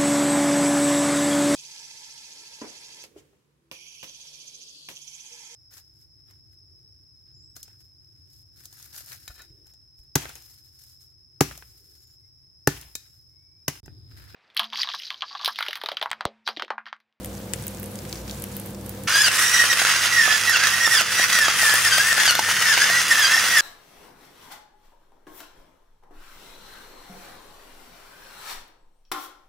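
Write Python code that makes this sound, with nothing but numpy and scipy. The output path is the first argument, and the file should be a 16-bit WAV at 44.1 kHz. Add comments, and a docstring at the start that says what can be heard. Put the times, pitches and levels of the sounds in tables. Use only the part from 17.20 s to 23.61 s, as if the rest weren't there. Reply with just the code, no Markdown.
"""A kitchen hums while a packet rustles and spice ticks onto baking paper; then a small electric mill grinds salt.
Hum and air are wavering tones and soft filtered noise; the packet is hiss, crinkling puffs and short noise ticks.
The mill's gears are partials that whine and sag in pitch under load; its burr crunches as many tiny fractures.
Large crystals crack as body knocks with bursts of noise, and moving echoes follow the hand that sweeps the mill."""
import sys
import numpy as np
from scipy import signal
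from scipy.fft import rfft, irfft, next_fast_len
from scipy.io import wavfile
from scipy.ndimage import uniform_filter1d, map_coordinates

SR = 44100
rng = np.random.default_rng(int(sys.argv[2]) if len(sys.argv) > 2 else 0)


def inscribe(sig):
    """Save sig as 16-bit PCM at rate SR to the path in sys.argv[1].

    A 1-D sig is mono; a 2-D sig holds one channel per row.
    Samples are clipped to [-1, 1] before scaling.
    """
    pcm = np.round(np.clip(np.atleast_2d(sig).T, -1, 1) * 32767)
    wavfile.write(sys.argv[1], SR, pcm.astype(np.int16))


N = 282612
START_S = 1.872  # the packet stops and the mill starts
SIDES = np.array([[1], [-1]])  # left, right


def amp(db):
    """Turns decibels into a plain multiplier."""
    return 10 ** (np.asarray(db) / 20)


def fade(t, t60_s):
    """A dying sound: it loses 60 dB in t60_s seconds."""
    return amp(-60 * t / t60_s)


def pan(db):
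    """Left and right gains that are db apart; above zero leans left."""
    return amp(db / 2 * SIDES)


def evened(x):
    """Scales a sound to an rms level of one."""
    return x / np.sqrt(np.mean(x ** 2) + 1e-20)


def read(points, hz):
    """Reads a colour table at any pitch, with pitch on a log scale."""
    f, value = np.transpose(points)
    return np.interp(np.log(hz + 1), np.log(f + 1), value)


def follow(rows):
    """Every column of a curve table, one value a sample."""
    s, *columns = np.transpose(rows)
    return [np.interp(np.arange(N) / SR, s, c) for c in columns]


def coloured(x, gain):
    """Filters the last axis by a gain that depends on frequency."""
    size = next_fast_len(N)
    spectrum = rfft(x, size) * gain(np.fft.rfftfreq(size, 1 / SR))
    return irfft(spectrum, size)[..., :N]


def band(x, lo_hz, hi_hz):
    """Keeps mostly the sound between two pitches."""
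    return signal.lfilter(*signal.butter(N=2, Wn=[lo_hz, hi_hz], btype="band", fs=SR), x)


def drift(hz):
    """Complex noise, smoothed so that it wanders up to about hz times a second."""
    step = int(SR / 1400) if hz < 45 else 1  # slow noise is drawn coarsely and joined by lines
    at = np.arange(0, N + step, step)
    r = np.exp(-2 * np.pi * hz * step / SR)
    a, b = signal.lfilter([1], [1, -2 * r, r * r], rng.standard_normal((2, len(at))))
    z = np.interp(np.arange(N), at, a + 1j * b)
    return z / np.sqrt(np.mean(abs(z) ** 2))


# the wavering appliance tones before the mill starts: (f/Hz, wander/Hz, rms level/dB, steadiness [no unit])
HUM_TONES = [(61, 2.9, -44, 1.8), (99.6, 2.8, -44.5, 4.1), (116.6, 3.4, -55, 0.5), (146.5, 8.5, -48, 0.54),
             (196.5, 0.38, -42.5, 7.9), (473, 3.3, -50.5, 2.8), (517.5, 14.4, -49, 2.2)]


def hum():
    """Appliance tones: each is a cosine whose loudness and phase wander slowly."""
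    t, tones = np.arange(N) / SR, 0
    for hz, wander_hz, db, steadiness in HUM_TONES:
        loudness = evened(steadiness + drift(wander_hz).real)
        phase = 2 * np.pi * hz * t + 1.1 * drift(wander_hz).real
        tones = tones + amp(db) * np.sqrt(2) * loudness * np.cos(phase)
    return tones


# colour of the wash of air, before it is scaled as a whole: (f/Hz, relative level/dB)
AIR_COLOUR = [(12, -55), (20, -23), (49, -22), (103, 0.5), (167, -5.5), (200, 2), (276, -6.5), (332, -2.5),
              (414, -10.5), (517, -9), (714, -12.5), (2310, -32), (2500, -44), (3250, -63), (5500, -120)]
AIR_DB = -40  # level of the part both microphones share


def air():
    """A low wash of filtered noise, nearly alike at both microphones, most of all in the bass."""
    middle, other = coloured(rng.standard_normal((2, N)), lambda hz: amp(read(AIR_COLOUR, hz)))
    side = coloured(other, lambda hz: np.clip(hz / 1200, .03, .6))
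    return amp(AIR_DB) * (middle + SIDES * side) / middle.std()


# how much of the kitchen's sound is left once the mill runs: (f/Hz, level/dB)
KITCHEN_DROP = [(25, -18), (45, -29), (62, -17.5), (100, -5.5), (150, -7.5), (200, -10.5), (500, -4.5)]


def kitchen():
    """Hum and air together; once the mill starts they are weaker, most of all in the deep bass."""
    room = hum() + air()
    weaker = coloured(room, lambda hz: amp(read(KITCHEN_DROP, hz)))
    return np.where(np.arange(N) / SR < START_S, room, weaker)


# colour of the hiss, before it is evened: (f/Hz, relative level/dB)
HISS_COLOUR = [(530, -20), (900, -3), (1340, -4.5), (1600, -1.5), (1810, -4.5), (3680, -5.5), (6800, -8),
               (13800, -8), (16000, -8)]


def hiss(level_db):
    """Fine grains on paper: filtered noise, partly shared by both sides."""
    noise = rng.standard_normal((3, N))
    wide = noise[0] + 1.8 * noise[1:]
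    return evened(coloured(wide, lambda hz: amp(read(HISS_COLOUR, hz)))) * amp(level_db)


def crinkle(level_db, crinkle_hz):
    """The packet crinkles: short puffs at chance moments, shifted up to the pitch where the foil crinkles."""
    grains = amp(4.0 * np.minimum(rng.exponential(1, N), 3))
    grains = grains * (rng.random(N) < 300 / SR)  # about 300 a second
    puffs = signal.oaconvolve(grains, fade(np.arange(800) / SR, 0.023))[:N]
    wide = drift(1900) + 0.56 * drift(1100) * SIDES
    carrier = np.exp(2j * np.pi * np.cumsum(crinkle_hz) / SR)
    crinkle_db = -8.5  # against the hiss
    return amp(level_db + crinkle_db) * evened(puffs * (wide * carrier).real)


# the clearest ticks: (t/s, snap level/dB, snap centre f/Hz, left-right level/dB, relative paper thud level/dB)
CLEAR_TICKS = [(0.0461, -23, 10100, 1, -34.5), (0.0585, -27, 11400, .5, -46), (0.3355, -10, 7820, 6, -24),
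               (0.424, -28, 8650, -1.5, -46), (0.4682, -24, 14100, -1.5, -37),
               (0.4808, -22, 10200, -.5, -44), (0.5477, -29, 7690, 3, -49), (0.572, -30, 7550, -1, -49),
               (0.5985, -30, 14000, -1, -50), (0.6305, -28, 13600, -.5, -40), (0.6414, -29, 10100, -2, -47),
               (0.6594, -28, 10000, -1, -53), (0.7562, -24.5, 7700, 1, -43), (0.7893, -26, 5090, 1, -48),
               (0.852, -30, 7300, 0, -39), (0.896, -30, 4080, 0, -39), (0.9275, -16, 4830, 1, -30),
               (0.9566, -25.5, 4230, .5, -46), (1.0794, -28, 5230, -.5, -40), (1.0966, -24, 2980, -1, -45),
               (1.111, -22, 5000, 0, -48), (1.1982, -35, 15400, -4, -50), (1.222, -25, 11800, 2, -45),
               (1.2397, -21, 10700, 1, -35.5), (1.367, -26, 15400, -1, -41), (1.3982, -29, 11900, -.5, -50),
               (1.4601, -32, 14200, -5, -50), (1.6616, -32, 10800, -10, -51), (1.694, -27, 13300, -8, -48),
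               (1.8365, -28, 9700, -4, -50)]
FAINT_DB, FAINT_SPREAD_DB, FAINT_THUD_DB = -33, 2.5, -48
FAINT_LOW_HZ, FAINT_HIGH_HZ = 5000, 12000
SIZZLE_DB, SIZZLE_DB_PER_KHZ = -6.5, 1.2  # against the tick's level at 11 kHz; brighter ticks sizzle more


def faint_ticks(count):
    """Rows like those of the clear ticks, at chance moments and pitches."""
    return [(a * START_S, FAINT_DB + FAINT_SPREAD_DB * (2 * b - 1),
             FAINT_LOW_HZ * (FAINT_HIGH_HZ / FAINT_LOW_HZ) ** c,
             6.0 * (d - .5), FAINT_THUD_DB) for a, b, c, d in rng.random((count, 4))]


def spice_ticks():
    """Single ticks: each is noise cut into a sharp snap, a high sizzle and a thud of the paper."""
    out, t = np.zeros((2, N)), np.arange(1500) / SR
    for s, db, hz, pan_db, thud_db in CLEAR_TICKS + faint_ticks(count=22):
        shared, apart = rng.standard_normal((2, 1500))
        z = shared + 0.59 * apart * SIDES
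        snap = band(z * (fade(t, 0.0037) + amp(-18) * fade(t, 0.044)), 0.81 * hz, min(1.4 * hz, 17000))
        snap = snap / (3 * snap[:, :130].std())  # brings the peak near one
        sizzle = band(1.75 * z * fade(t, 0.013), 9500, 22000)
        sizzle_db = db + SIZZLE_DB + SIZZLE_DB_PER_KHZ * (hz / 1000 - 11)
        # the sheet rings on longer
        thud = band(3.5 * z * (fade(t, .007) + amp(-15) * fade(t, .09)), 1700, 3500)
        tick = amp(db) * snap + amp(thud_db) * thud + amp(sizzle_db) * sizzle
        at = round(s * SR)
        out[:, at:at + 1500] += pan(pan_db) * tick
    return out


# how the packet rustles: (t/s, hiss level/dB, centre of the crinkle f/Hz)
PACKET_RUSTLE = [(0, -45.5, 8800), (.17, -44, 7200), (.3, -45, 6980), (.36, -43, 4500), (.41, -42, 5500),
                 (.46, -42, 12500), (.55, -43.5, 8400), (.61, -44.5, 12170), (.83, -44, 8630),
                 (.99, -41.5, 5930), (1.03, -46, 6480), (1.1, -40.5, 5300), (1.24, -43, 10500),
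                 (1.31, -43, 6800), (1.37, -41.5, 12000), (1.43, -44, 10470), (1.47, -41.5, 13500),
                 (1.55, -48.5, 7540), (1.69, -44, 12500), (1.78, -43.5, 6500), (1.85, -44.5, 11700)]


def packet():
    """Hiss and crinkle follow one loudness curve until the mill starts; the ticks are added on top."""
    level_db, crinkle_hz = follow(PACKET_RUSTLE)
    rustle = hiss(level_db) + crinkle(level_db, crinkle_hz)
    return rustle * (np.arange(N) < START_S * SR) + spice_ticks()


# each time the teeth take load the gears sing out, levels before the body's colour:
# (start t/s, length t/s, whine level/dB, overtone level/dB)
GEAR_BITES = [(1.867, 0.073, -20.5, -26), (1.93, 0.1, -19, -13), (2.031, 0.059, -17, -16.5),
              (2.17, .17, -25, -18.5), (2.33, .06, -18, -12.5), (2.375, .07, -16, -14.5),
              (2.494, 0.036, -17.5, -14), (2.743, 0.042, -29, -21), (2.905, 0.11, -24, -20),
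              (2.958, 0.11, -15, -23.5), (3.08, 0.086, -21, -26), (3.269, 0.058, -18.5, -20.5),
              (3.317, 0.057, -18.5, -23), (3.385, 0.094, -18.5, -20), (3.512, 0.072, -23, -24),
              (3.598, 0.057, -20.5, -18), (3.635, 0.056, -18.5, -15.5), (3.705, 0.062, -17.5, -16),
              (3.757, 0.056, -19, -19.5), (3.947, 0.077, -26.5, -21), (4.01, 0.039, -18, -16),
              (4.114, 0.09, -22, -18.5), (4.2, 0.079, -17, -20.5), (4.404, 0.17, -20, -27),
              (4.642, .05, -17.5, -18.5), (4.706, 0.12, -17, -17.5), (4.801, .1, -22.5, -21),
              (4.895, 0.045, -15.5, -22), (4.959, .07, -18, -32), (5.044, 0.07, -21, -15.5),
              (5.099, 0.042, -17, -31), (5.14, 0.066, -23, -32), (5.22, 0.27, -26.5, -30),
              (5.446, 0.11, -18.5, -22), (5.591, 0.062, -19.5, -12), (5.641, 0.17, -23, -21),
              (5.9, .04, -12.5, -14), (5.94, .08, -19, -24), (6.01, 0.1, -17, -18.5),
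              (6.1, 0.097, -19, -18), (6.311, 0.076, -16, -21), (6.366, 0.058, -14.5, -16.5)]
BITE_RISE_S, BITE_FALL_S = 0.013, 0.012


def bites(column, idle_db):
    """A level that rises from idle, holds and falls back for every bite; powers add up."""
    t, power = np.arange(N) / SR, amp(2 * idle_db) * np.ones(N)
    for s, length, *db in GEAR_BITES:
        rising, falling = (t - s) / BITE_RISE_S, (s + length - t) / BITE_FALL_S
        shape = np.clip(np.minimum(rising, falling), 0, 1)
        power += amp(2 * db[column]) * shape ** 2
    return np.sqrt(power)


# the motor slows whenever salt jams the burr and spins up again; the burr also reads this:
# (t/s, tooth rate f/Hz)
MOTOR_SPEED = [(1.872, 1313), (1.94, 1603), (2.022, 1713), (2.064, 1511), (2.085, 1340), (2.178, 1903),
               (2.382, 1930), (2.415, 1863), (2.5, 1957), (2.52, 1862), (2.75, 1954), (2.93, 1953),
               (2.986, 1874), (3.052, 1735), (3.19, 1750), (3.282, 1955), (3.32, 1745), (3.375, 1200),
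               (3.396, 1549), (3.502, 1880), (3.65, 1886), (3.668, 1768), (3.72, 1901), (3.76, 1756),
               (3.79, 1520), (3.815, 1200), (3.94, 1969), (4.034, 1891), (4.116, 1976), (4.16, 1940),
               (4.2, 1806), (4.28, 1621), (4.39, 1960), (4.45, 1782), (4.524, 1684), (4.64, 1940),
               (4.694, 1610), (4.74, 1555), (4.79, 1580), (4.9, 1884), (4.93, 1780), (5.055, 1700),
               (5.105, 1420), (5.18, 1450), (5.24, 1802), (5.446, 1915), (5.466, 1777), (5.51, 1765),
               (5.554, 1502), (5.65, 1731), (5.758, 1950), (5.89, 1949), (5.936, 1746), (5.994, 1768),
               (6.052, 1571), (6.086, 1620), (6.126, 1780), (6.3, 1935), (6.35, 1890), (6.386, 1740),
               (6.408, 1658)]
# the body favours some pitches, so each of the lowest four partials swells as it glides through them:
# (f/Hz, level/dB)
GEAR_BODY = [(1200, -10), (1500, -6.5), (1750, -0.5), (1950, -0.5), (2700, 2), (3000, -6.5), (3400, -10.5),
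             (3800, -19), (4500, -5), (5000, -5.5), (5600, -10.5), (6300, -13.5), (7000, -11), (7700, -24)]
SPIN_UP_DB, SPIN_UP_HZ_PER_S = -10.5, 2200  # overtones fade while the motor regains speed


def gears():
    """Partials of a trembling tooth rate; higher ones smear more, and uneven teeth add a rough skirt."""
    hz, = follow(MOTOR_SPEED)
    turns = 2 * np.pi * np.cumsum(hz * (1 + .005 * drift(30).real)) / SR
    whine, overtones = bites(column=0, idle_db=-36.5), bites(column=1, idle_db=-40)
    gaining = uniform_filter1d(np.gradient(hz) * SR, size=600) / SPIN_UP_HZ_PER_S
    overtones = overtones * amp(SPIN_UP_DB * np.clip(gaining, 0, 1))
    levels = [amp(read(GEAR_BODY, k * hz)) * g
              for k, g in enumerate([whine, overtones, overtones, overtones], 1)]
    levels += [levels[3] * amp(db) for db in (-6.5, -6.5, -11.0, -18)]  # upper partials follow the fourth
    load = np.clip((1950 - hz) / 330, .2, 1)  # loaded teeth mesh evenly, free ones rattle
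    steadiness = [.88] + [c * load for c in (.9, .88, .6, .4, .3, .3, .3)]
    grip = amp(2.2 * drift(28).real)  # teeth bite and let go
    out = 0
    for k, (level, steady) in enumerate(zip(levels, steadiness), 1):
        rough = np.sqrt(1 - steady ** 2) * drift(70 + 25 * k)
        partial = ((steady + rough) * np.exp(1j * k * turns)).real
        out = out + level * grip * np.sqrt(2) * partial
    return out


# broad colour of the plastic body: (f/Hz, relative level/dB)
HOUSING_COLOUR = [(150, -47), (250, -21), (510, -15.5), (816, -11), (1500, 2), (1910, 3), (2280, -3.5),
                  (2760, -2), (4340, -9.5), (4900, -7.5), (6360, -6.5), (7190, -12.5), (10000, -16.5),
                  (14200, -27.5), (16000, -19.5)]
# its resonances, before they are mixed onto that colour: (f/Hz, width/Hz, relative level/dB)
HOUSING_RESONANCES = [(1205, 230, -24.5), (2810, 600, -29), (3010, 93, -6), (4810, 450, 1),
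                      (6000, 270, -13), (6600, 190, -15), (9100, 290, 6), (10200, 340, 5.5),
                      (13250, 300, 13), (13600, 370, 9)]


def housing(hz):
    """Gain of the plastic body: a broad colour with resonances on top."""
    modes = sum(amp(db) / np.sqrt(1 + (2 * (hz - f) / width) ** 2) for f, width, db in HOUSING_RESONANCES)
    return amp(read(HOUSING_COLOUR, hz)) * (1 + 0.45 * modes)


# the grinding, before overall level and dulling: (t/s, relative crunch level/dB, relative treble level/dB)
BURR_CRUNCH = [(1.872, -24.5, -3.5), (1.96, -21, -2), (2.06, -23, 0), (2.2, -21.5, -2), (2.41, -20.5, -3),
               (2.47, -21.5, -6), (2.52, -21, -4), (2.63, -21.5, -5), (2.76, -19, -8), (2.81, -23, -5),
               (2.855, -16.5, -7), (2.89, -24.5, -9), (2.93, -23, -4), (3.12, -21, -6), (3.19, -22.5, -3.5),
               (3.3, -23, -6), (3.43, -19.5, -6), (3.52, -23, -5.5), (3.65, -24, -3.5), (3.76, -21, -2),
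               (4.04, -18, -5), (4.18, -19.5, -4.5), (4.32, -21.5, -6), (4.48, -20, 0), (4.6, -21.5, -2.5),
               (4.74, -21, -1), (4.92, -21, -1), (5.01, -18, -4.5), (5.14, -24, -2.5), (5.31, -19, -4),
               (5.34, -23, -4), (5.61, -19, -5), (5.88, -22.5, -6), (5.9, -21.5, -2.5), (6.17, -20, -5.5),
               (6.41, -22.5, -2.5)]
# a jammed crystal breaks and the burr runs empty until new salt drops in:
# (t/s, change in level/dB, time constant of the refill t/s)
BURR_EMPTIES = [(2.089, -5.5, 0.043), (2.54, -14, 0.014), (3.82, -8, 0.16), (4.05, -4, .08),
                (4.2, -5, 0.018), (4.93, -6.5, .04), (5.2, -6.5, 0.066)]
FREE_HZ, DULL_DB_PER_KHZ = 1960, 9.5  # the crunch dulls as the motor slows below the free tooth rate


def burr():
    """Thousands of small fractures a second ring through the body, with grain bursts that die in milliseconds."""
    t = np.arange(N) / SR
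    level_db, bright_db = follow(BURR_CRUNCH)
    for s, db, refill_s in BURR_EMPTIES:
        level_db = level_db + db * (t > s) * np.exp(-abs(t - s) / refill_s)
    bright_db = bright_db - DULL_DB_PER_KHZ * (FREE_HZ - follow(MOTOR_SPEED)[0]) / 1000
    # about 5000 fractures and 70 bursts a second, a few much larger than the rest
    size = amp(2.64 * np.minimum(rng.exponential(1, N), 5)) * (rng.random(N) < 5000 / SR)
    bursts = amp(5.6 * np.minimum(rng.exponential(1, N), 3)) * (rng.random(N) < 70 / SR)
    bursts = signal.lfilter([1], [1, -fade(1 / SR, 0.011)], bursts)
    fractures = evened(size * rng.standard_normal(N))
    drive = (fractures + 0.81 * rng.standard_normal(N)) * (1 + 0.27 * bursts)
    sound = coloured(drive * amp(1.3 * drift(28).real), housing)
    # split off the treble, which has its own level
    high = coloured(sound, lambda hz: np.clip((hz - 6800) / 800, 0, 1))
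    low = sound - high
    low_level = coloured(low, lambda hz: hz > 2200).std()
    return amp(level_db - 3.0) * (low / low_level + amp(bright_db) * evened(high))


# large crystals, levels before filtering:
# (t/s, relative crunch level/dB, relative thud level/dB, relative snap level/dB)
CRYSTAL_CRACKS = [(1.8953, -15, -35, -22), (1.957, -10.5, -24, -20), (2.0824, -10, -20.5, -21),
                  (2.4394, -18, -21.5, -28), (2.5294, -8.5, -24.5, -20), (2.6172, -13, -18, -22),
                  (2.6499, -8, -19, -28), (2.7687, -14, -28, -26), (3.062, -21, -42, -28),
                  (3.0782, -20, -19, -27), (3.1254, -12, -23, -29), (3.2954, -16, -23.5, -15),
                  (3.3694, -10, -38, -17), (3.6752, -22, -18.5, -25), (3.8104, -20, -20.5, -18),
                  (3.9968, -17, -16.5, -23), (4.04, -7, -33.5, -18), (4.1876, -6.5, -21.5, -16),
                  (4.2828, -9, -16.5, -21), (4.4314, -19, -19, -18), (4.4944, -5.5, -24, -22),
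                  (4.5397, -9.5, -17, -11.5), (4.7816, -7, -20.5, -15.5), (4.9277, -12, -28, -23),
                  (4.979, -13, -20, -22), (5.0774, -6.5, -27, -27), (5.1078, -6.5, -24, -12),
                  (5.1522, -6, -25, -15.5), (5.1917, -10, -16.5, -19), (5.2879, -14, -21.5, -23),
                  (5.4137, -14, -26, -26), (5.5763, -10, -17.5, -21), (5.6997, -7.5, -20.5, -20),
                  (5.9934, -12, -26, -18), (6.1662, -10, -20.5, -22), (6.2408, -11, -25, -22)]
# tones of the knocked body, each shifted a little by chance: (f/Hz, relative level/dB, fade by 60 dB t/s)
BODY_KNOCK = [(350, -34, 0.036), (670, -17.5, 0.029), (863, -2.5, 0.026), (1448, 6, 0.021),
              (1860, -5, 0.0084), (2840, -22, .005)]


def cracks():
    """A crystal gives way: the body knocks, and a burst of splinters crackles for a few milliseconds."""
    t, out = np.arange(1500) / SR, np.zeros(N + 1500)
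    chance = rng.standard_normal((len(CRYSTAL_CRACKS), 1500))
    for (s, crunch_db, thud_db, snap_db), z in zip(CRYSTAL_CRACKS, chance):
        knock = sum(amp(db) * fade(t, t60_s) * np.sin(2 * np.pi * hz * (1 + 0.15 * shift) * t)
                    for (hz, db, t60_s), shift in zip(BODY_KNOCK, z))
        burst = z * fade(np.maximum(t - .002, 0), 0.0011)  # full for 2 ms, then gone quickly
        splinters = amp(crunch_db) * band(burst, 800, 5130) + amp(snap_db) * band(burst, 3700, 14600)
        at = round(s * SR)
        out[at:at + 1500] += amp(thud_db) * knock + splinters
    # the cracks keep no deep bass
    return signal.lfilter(*signal.butter(N=2, Wn=260, btype="high", fs=SR), out[:N])


# tray, counter and wall under the moving hand: (delay t/ms, sway t/ms, level/dB)
CLOSE_ECHOES = [(.9, .12, -15), (1.7, 0.22, -2.5), (3.1, 0.283, -10), (5.3, 0.58, -11.5)]
# the close surfaces throw back mostly treble: (f/Hz, level/dB)
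ECHO_COLOUR = [(500, -17), (2000, -12.5), (3500, -1.5), (12000, 2)]
# colour of the room tail: (f/Hz, level/dB)
ROOM_COLOUR = [(300, -14), (1500, -9.5), (2500, -6), (4000, -7.5), (12000, -5)]
ROOM_T60_S = .11


def spread(x):
    """Two microphones: close reflections whose paths change as the hand moves, then the room tail."""
    n, t = np.arange(N), np.arange(SR // 4) / SR
    near = coloured(x, lambda hz: amp(read(ECHO_COLOUR, hz)))
    far = coloured(x, lambda hz: amp(read(ROOM_COLOUR, hz)))
    out = np.array([x, x])
    for ms, sway_ms, db in CLOSE_ECHOES:
        path, apart = drift(0.423).real, drift(0.68).real
        for side in (0, 1):
            lag = (ms + sway_ms * (path + 0.25 * apart * (2 * side - 1))) * SR / 1000
            out[side] += amp(db) * map_coordinates(near, [n - lag], order=3, prefilter=False)
    for k in range(3):  # the room answers differently from each place: three tails take turns
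        share = np.sqrt(2 / 3) * np.cos(2 * np.pi * (0.7185 * n / SR + k / 3))
        tail = rng.standard_normal((2, len(t))) * fade(t, ROOM_T60_S) * (t > .006)
        tail = tail / np.linalg.norm(tail[0])
        out += signal.oaconvolve((share * far)[None], tail, axes=1)[:, :N]
    return out


# the mill moves across: (t/s, left-right level/dB)
HAND_SWEEP = [(1.9, -0.5), (2.8, -2), (2.95, -3.5), (3.77, -3), (3.83, -2.0), (4.92, 1.5), (6.07, -1.5),
              (6.4, 0.0)]


def mill():
    """Gears, burr and cracks start together, echo nearby and move between left and right with the hand."""
    rise = np.clip((np.arange(N) / SR - START_S) / .002, 0, 1)
    return spread(rise * (gears() + burr() + cracks())) * pan(follow(HAND_SWEEP)[0])


def scene():
    """The humming kitchen, the packet and then the mill."""
    return kitchen() + packet() + mill()


def record(dry):
    """Gently rounds off loud peaks, then removes the highest treble."""
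    soft = .85 * np.tanh(dry / .85)
    edge_hz = 15780
    lowpass = signal.firwin(511, edge_hz, window=("kaiser", 9), fs=SR)
    return signal.oaconvolve(soft, lowpass[None], "same")


dry = scene()
out = record(dry)
inscribe(out)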